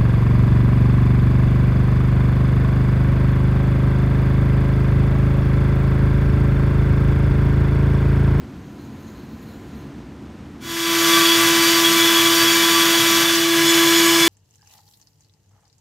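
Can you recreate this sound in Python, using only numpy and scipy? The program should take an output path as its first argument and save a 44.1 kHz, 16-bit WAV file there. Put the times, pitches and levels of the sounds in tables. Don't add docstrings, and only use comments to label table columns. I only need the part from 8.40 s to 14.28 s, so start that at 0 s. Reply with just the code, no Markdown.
import sys
import numpy as np
from scipy import signal
from scipy.fft import rfft, irfft
from scipy.io import wavfile

SR = 44100
rng = np.random.default_rng(int(sys.argv[2]) if len(sys.argv) > 2 else 0)


def pcm_store(signal):
    levels = np.round(np.clip(np.atleast_2d(signal), -1, 1) * 32767)
    wavfile.write(sys.argv[1], SR, levels.astype(np.int16).T)


def ratio(d):
    e = np.asarray(d, float) / 20
    return 10 ** e


N = 259308
BELT_HZ = 335.05


def rms_one(x):
    return x / np.sqrt(np.mean(x ** 2) + 1e-20)


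def in_time(rows):
    s, *columns = np.transpose(rows)
    return [np.interp(np.arange(N) / SR, s, c) for c in columns]


def swells(rows):
    t = np.arange(0, N + 64, 64) / SR
    s, length, *columns = np.transpose(rows)
    bells = np.exp(-0.5 * ((t[:, None] - s) / length) ** 2)
    return [np.interp(np.arange(N) / SR, t, bells @ c) for c in columns]


def drift(rate):
    thin = 40
    r = np.exp(-2 * thin * np.pi * rate / SR)
    noise = rng.standard_normal(N // thin + 2002)
    slow = signal.lfilter([1], [1, -2 * r, r * r], noise)[2000:]
    return np.interp(np.arange(N) / thin, np.arange(len(slow)), rms_one(slow))


def coloured(x, spectrum):
    hz, db = np.transpose(sorted(spectrum))
    grid = np.maximum(np.arange(N // 2 + 1) * SR / N, 1)
    gain = ratio(np.interp(np.log(grid), np.log(hz), db))
    return rms_one(irfft(rfft(x) * gain, N))


def resonate(x, modes):
    out = np.zeros(N)
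    for k, (hz, width, db) in enumerate(modes):
        r = np.exp(-np.pi * width / SR)
        poles = [1, -2 * r * np.cos(2 * np.pi * hz / SR), r * r]
        ring = signal.lfilter([1, 0, -1], poles, x)
        out += (-1) ** k * ratio(db) * rms_one(ring)
    return out


def stack(turns, orders, flutter_db, rate, smear):
    out = np.zeros(N)
    for k, db in orders:
        level = ratio(db + flutter_db * drift(rate))
        wander = smear * np.sqrt(k) * drift(rate)
        out += level * np.sin(2 * np.pi * (k * turns + rng.random()) + wander)
    return out * np.sqrt(2)


def keep_band(x, low_hz, high_hz):
    size = x.shape[-1]
    grid = np.arange(size // 2 + 1) * SR / size
    return irfft(rfft(x) * (grid >= low_hz) * (grid <= high_hz), size)


def shop():
    # frequency in Hz, level in dB per Hz.
    air_colour = [(18, -46), (30, -33), (69, -7.0), (144, -12.5), (173, -8.5), (270, -7.0), (333, -13.0),
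                  (370, -13.5), (433, -21.5), (1170, -28.5), (1400, -28), (15600, -66), (9300, -51.0),
                  (10400, -61), (11500, -55)]
    # frequency in Hz, width in Hz, level in dB.
    room_modes = [(70, 30, -7), (142, 10, -8), (219, 6, -6), (268, 8, -11), (292, 8, -11), (367, 10, -15),
                  (452, 12, -20), (1020, 25, -22)]
    # time in seconds, level in dB.
    room_level = [
        (0.0, -35.5),
        (0.9, -35.5),
        (1.33, -34.5),
        (1.7, -36.5),
        (2.2, -35.5),
    ]
    air = coloured(rng.standard_normal(N), air_colour)
    air = air + resonate(rng.standard_normal(N), room_modes)
    return ratio(in_time(room_level)[0] + 0.27 * drift(1.5)) * rms_one(air)


def compass_tick():
    # time in seconds, peak level in dB.
    ticks = [
        (0.6085, -47),
    ]
    clicks = np.zeros(N)
    for s, db in ticks:
        clicks[round(s * SR)] = ratio(db - 8)
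    decay = signal.lfilter([1], [1, -np.exp(-1 / (0.0027 * SR))], clicks)
    return decay * rng.standard_normal(N)


def compass():
    # time in seconds, pencil pressure in dB, lead resonance in Hz.
    swing = [
        (0.0, -83, 6200),
        (0.25, -75.5, 6500),
        (0.8, -71, 6600),
        (1.12, -71, 6900),
        (1.42, -72, 6500),
        (1.44, -77, 6360),
        (1.65, -80.5, 6350),
        (2.2, -83, 6250),
    ]
    # time in seconds, length in seconds,
    # then the gain in dB of lead, of low beam mode, of upper beam modes.
    pushes = [
        (0.12, .03, 0, 3, 3),
        (0.29, .04, 6, 0, 2),
        (0.43, .04, 7, 14, 7.3),
        (0.6, .05, 3, 7, 3),
        (0.69, .03, 9, 6, 4),
        (0.79, .03, 2, 6, 4),
        (1.02, .04, 2, 5, 5),
        (1.12, .05, 2, 3, 5),
        (1.39, .04, 4, 7, 3),
    ]
    # frequency in Hz, width in Hz, level in dB.
    beam_groups = [
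        [(4140, 300, 10)],
        [(9900, 390, -1), (12000, 900, 2), (13300, 700, 2)],
        [(15000, 700, 3)],
    ]
    beam_rest = (-6, -4, -8)
    level_db, lead_hz = in_time(swing)
    lead_db, low_db, upper_db = swells(pushes)
    grain = rng.standard_normal(N) * ratio(1.5 * drift(40))
    band = signal.sosfilt(signal.butter(2, 350, fs=SR, output="sos"), rng.standard_normal(N))
    lead_turns = np.cumsum(lead_hz + 100 * drift(5.4)) / SR
    lead = rms_one(band * np.sin(2 * np.pi * lead_turns))
    beam = np.zeros(N)
    for rest, push, group in zip(beam_rest, (low_db, upper_db, upper_db), beam_groups):
        for mode in group:
            beam += ratio(rest + push + 2 * drift(5.5)) * resonate(grain, [mode])
    return ratio(level_db) * (ratio(3.0 + lead_db) * lead + beam) + compass_tick()


def chip_hiss(cut, chips):
    # frequency in Hz, level in dB per Hz.
    rumble = [(25, -54), (50, -40), (100, -41), (150, -45), (280, -12)]
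    # frequency in Hz, level in dB per Hz.
    hiss = [
        [(240, -47), (400, -11), (663, -12), (822, -12.5), (1000, -6), (1240, -6), (1640, -13.5), (3170, -9),
         (3370, -6.5), (3930, -7), (4510, -7.5), (6700, -8.5), (7590, -11.5), (12400, -16), (15600, -14.5)],
        [(240, -46), (400, -5), (605, -5), (663, -10.5), (848, -1.5), (1000, -3), (1080, 0), (1690, -1),
         (2160, 3), (3170, -4.5), (3370, 4), (3640, -3), (6400, -1.5), (7400, -5.5), (10000, -8.5),
         (15600, -12)],
    ]
    hiss_db = (-5, -5)
    return ratio(hiss_db[cut]) * coloured(chips, rumble + hiss[cut][1:])


def blade_and_board(cut, chips):
    # frequency in Hz, width in Hz, level in dB.
    body = [
        [(120, 9, -29), (158, 25, -23), (215, 9, -28), (455, 7, -38), (885, 8, -32), (1460, 4, -23.5),
         (1556, 10, -23), (1670, 140, -14), (1860, 200, -20), (2080, 100, -23), (2500, 200, -20),
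         (3000, 300, -16), (3720, 70, -24), (4830, 30, -29), (5195, 30, -25), (5800, 150, -23), (8650, 60, -25),
         (11500, 250, -26), (12700, 500, -23)],
        [(150, 30, -22), (215, 12, -30), (1670, 120, -16), (3000, 300, -16), (3590, 20, -25), (4140, 20, -28),
         (12600, 300, -24)],
    ]
    return sum(ratio(0.46 * drift(5.4)) * resonate(chips, [mode]) for mode in body[cut])


def guard_whine(chips):
    # frequency in Hz, width in Hz, level in dB.
    side_strands = [(3315, 14, -9), (3378, 14, -11), (3408, 25, -12)]
    # time in seconds, length in seconds, gain in dB, pull in Hz.
    flares = [(2.75, 0.028, 9, -35), (2.86, 0.031, 14, -1), (2.93, 0.0308, 10, -39), (3.07, 0.015, 12, 9),
              (3.46, 0.032, 15.5, -41), (3.55, 0.037, 1, 38), (3.63, .03, 13, 0), (3.7, .025, 10, -23.5),
              (3.79, .025, 17, -24.5), (3.87, .02, 15, -26), (4.05, 0.022, 10.5, -3), (4.11, .03, 12, 2.5),
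              (4.24, 0.014, 11, -13), (4.42, 0.027, 13, -8.5), (4.6, 0.029, 8, -29), (4.9, 0.063, 2, -2.5),
              (5.44, 0.029, 6, 25), (5.55, .02, 5, 1.5)]
    flare_db, pull_hz = swells(flares)
    turns = np.cumsum(3350 + pull_hz + 6 * drift(6)) / SR
    strand = stack(turns, [(1, -3)], flutter_db=2.5, rate=20, smear=0.5)
    return ratio(-17 + flare_db) * (strand + resonate(chips, side_strands))


def blade_teeth(cut, turns):
    tooth_rest = [
        (-18, -17.5, -16.5, -19),
        (-20.5, -18, -14.5, -21.5),
    ]
    # time in seconds, length in seconds, gain in dB.
    low_swells = [
        [(2.74, 0.074, 10), (2.85, 0.029, 5), (3.02, 0.033, 7), (3.18, 0.022, 4), (3.39, .025, 6.5),
         (3.55, 0.034, 6), (3.88, 0.08, 8), (4.38, .05, 8), (4.72, 0.022, 6), (4.86, 0.015, 7),
         (5.68, 0.028, 8)],
        [(2.75, .05, 3.5), (3.02, 0.024, 1), (3.6, .05, 4), (3.86, .04, 7), (4.2, 0.03, 7), (4.39, 0.028, 3),
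         (4.7, .025, 8), (5.4, 0.036, 1), (5.58, 0.063, 3.5), (5.85, .03, 6)],
    ]
    # time in seconds, length in seconds, gain in dB.
    high_swells = [
        [(2.75, 0.059, 8), (2.9, 0.05, 4), (3.66, .06, 7), (3.93, 0.045, 5), (4.4, .1, 6), (4.89, 0.035, 9.5),
         (5.27, .03, 8.5), (5.46, 0.047, 7.5), (5.85, 0.027, 14.5)],
        [(2.45, 0.042, 6), (2.75, .03, 7), (2.89, 0.053, 6), (3.28, 0.085, 9), (4.0, .03, 10), (4.1, .025, 7),
         (4.34, 0.026, 6), (4.59, .02, 2), (4.9, 0.031, 1)],
    ]
    # multiple of the tooth rate, level in dB.
    upper_orders = [
        [(5, -41), (6, -35), (7, -42), (8, -43), (9, -46), (10, -43), (11, -46), (12, -49), (13, -49)],
        [(2.5, -41), (3.5, -39), (4.5, -32.5), (5, -38), (6, -31.5), (7, -36.5), (7.5, -44), (8, -36.5),
         (9, -48), (10, -37), (11, -40), (12, -44), (13, -39)],
    ]
    # time in seconds, gain in dB.
    bite = [
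        [(0, 0), (5.88, 0)],
        [(5.2, -7), (5.27, 0)],
    ]
    low = np.zeros(N)
    for k, (rest, rows) in enumerate(zip(tooth_rest[cut], low_swells + high_swells)):
        level = ratio(rest + swells(rows)[0])
        low += level * stack(turns, [(k + 1, 0)], flutter_db=2.8, rate=22, smear=0.25)
    upper = stack(turns, upper_orders[cut], flutter_db=3, rate=18, smear=0.38)
    return low + upper * ratio(15 + in_time(bite[cut])[0])


def belt_overtones(cut):
    # multiple of the belt rate, level in dB.
    overtones = [
        [(2, -39.5), (3, -30), (4, -36), (5, -37), (6, -32), (7, -44), (8, -35.5), (9, -33.5), (10, -31),
         (11, -45), (13, -44), (16, -45), (18, -44), (25, -49), (30, -52), (36, -44)],
        [(2, -39), (3, -31), (4, -38), (5, -32), (6, -34.5), (7, -39), (8, -40), (9, -33.5), (10, -36),
         (12, -42), (13, -46), (14, -45), (16, -45), (26, -48), (36, -45)],
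    ]
    turns = BELT_HZ * np.arange(N) / SR
    return stack(turns, overtones[cut], flutter_db=1.5, rate=5, smear=0.1) * ratio(15.5)


def belt_hum():
    # time in seconds, level in dB.
    belt_level = [
        (2.7, -19),
        (3.63, -19.5),
        (4.86, -21.5),
        (5.13, -18),
        (5.32, -17),
        (5.79, -17),
        (5.88, -17.5),
    ]
    turns = BELT_HZ * np.arange(N) / SR
    hum = stack(turns, [(1, 0)], flutter_db=0.35, rate=8, smear=0.04)
    return hum * ratio(in_time(belt_level)[0])


def saw(cut):
    # time in seconds, cutting noise in dB.
    feed = [
        (2.2, -15),
        (2.71, -14.5),
        (3.1, -15),
        (3.9, -15),
        (4.8, -15),
        (5.05, -17.5),
        (5.2, -15.5),
        (5.45, -14.5),
        (5.88, -14),
    ]
    tooth_rate = (1155, 1143.5)
    noise_db, = in_time(feed)
    turns = np.cumsum(tooth_rate[cut] * (1 + 0.0013 * drift(8))) / SR
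    bursts = 1 + 0.18 * np.sin(2 * np.pi * turns)
    chips = rng.standard_normal(N) * bursts * ratio(0.5 * drift(21))
    tones = belt_overtones(cut) + blade_teeth(cut, turns) + guard_whine(chips)
    noise = blade_and_board(cut, chips) + chip_hiss(cut, chips)
    return ratio(noise_db) * (tones + noise)


def scene():
    # time in seconds, share (0-1) of quiet shop, of first cut, of later cut.
    shots = [
        (0, 1, 0, 0),
        (2.2, 1, 0, 0),
        (2.71, 0, 1, 0),
        (4.75, 0, 1, 0),
        (5.27, 0, 0, 1),
        (5.88, 0, 0, 1),
    ]
    quiet, first, later = in_time(shots)
    even = np.sqrt(first ** 2 + later ** 2 + 1e-9)
    cutting = belt_hum() + (first * saw(0) + later * saw(1)) / even
    mono = quiet * (shop() + compass()) + (1 - quiet) * cutting
    return np.array([mono, mono])


def roll_off(x):
    return signal.sosfilt(signal.butter(12, 16740, fs=SR, output="sos"), x)


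def record(dry):
    # time in seconds, low edge in Hz, high edge in Hz.
    wide_moments = [(.53, 4300, 5200), (.53, 8300, 9600), (.53, 13800, 15000), (1.08, 7600, 8900),
                    (1.08, 11700, 13100), (1.155, 9600, 11000), (1.155, 11700, 13100),
                    (1.155, 14400, 15700), (2.5, 13700, 15100), (2.525, 14400, 15700), (2.55, 7600, 10300),
                    (2.685, 4200, 5800), (2.685, 6200, 7600), (2.94, 4200, 5200), (3.035, 11000, 12400),
                    (3.265, 11000, 13100), (3.66, 10300, 11700), (3.755, 4600, 5800), (4.38, 11000, 12400),
                    (4.54, 14400, 15700), (4.705, 7600, 9000), (4.705, 10300, 12400), (4.705, 14400, 15700),
                    (4.755, 4600, 5800), (4.94, 10300, 11700), (4.96, 4200, 6900), (4.96, 11000, 12400),
                    (4.985, 4200, 5200), (4.985, 12400, 13800), (5.31, 5200, 6900)]
    top_hz = 15700
    cut = signal.sosfilt(signal.butter(2, 45, "high", fs=SR, output="sos"), dry)
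    cut = signal.sosfilt(signal.ellip(14, 1, 80, top_hz, fs=SR, output="sos"), cut)
    cut = signal.sosfilt(signal.butter(10, top_hz, fs=SR, output="sos"), cut)
    side, frame = np.zeros(N), np.hanning(2048)
    for s, low_hz, high_hz in wide_moments:
        at = round(s * SR) - len(frame) // 2
        earlier = cut[0, at - len(frame):at]
        side[at:at + len(frame)] += ratio(-2.8) * frame * keep_band(earlier, low_hz, high_hz)
    return roll_off(cut + side * [[1], [-1]])


dry = scene()
out = record(dry)
pcm_store(out)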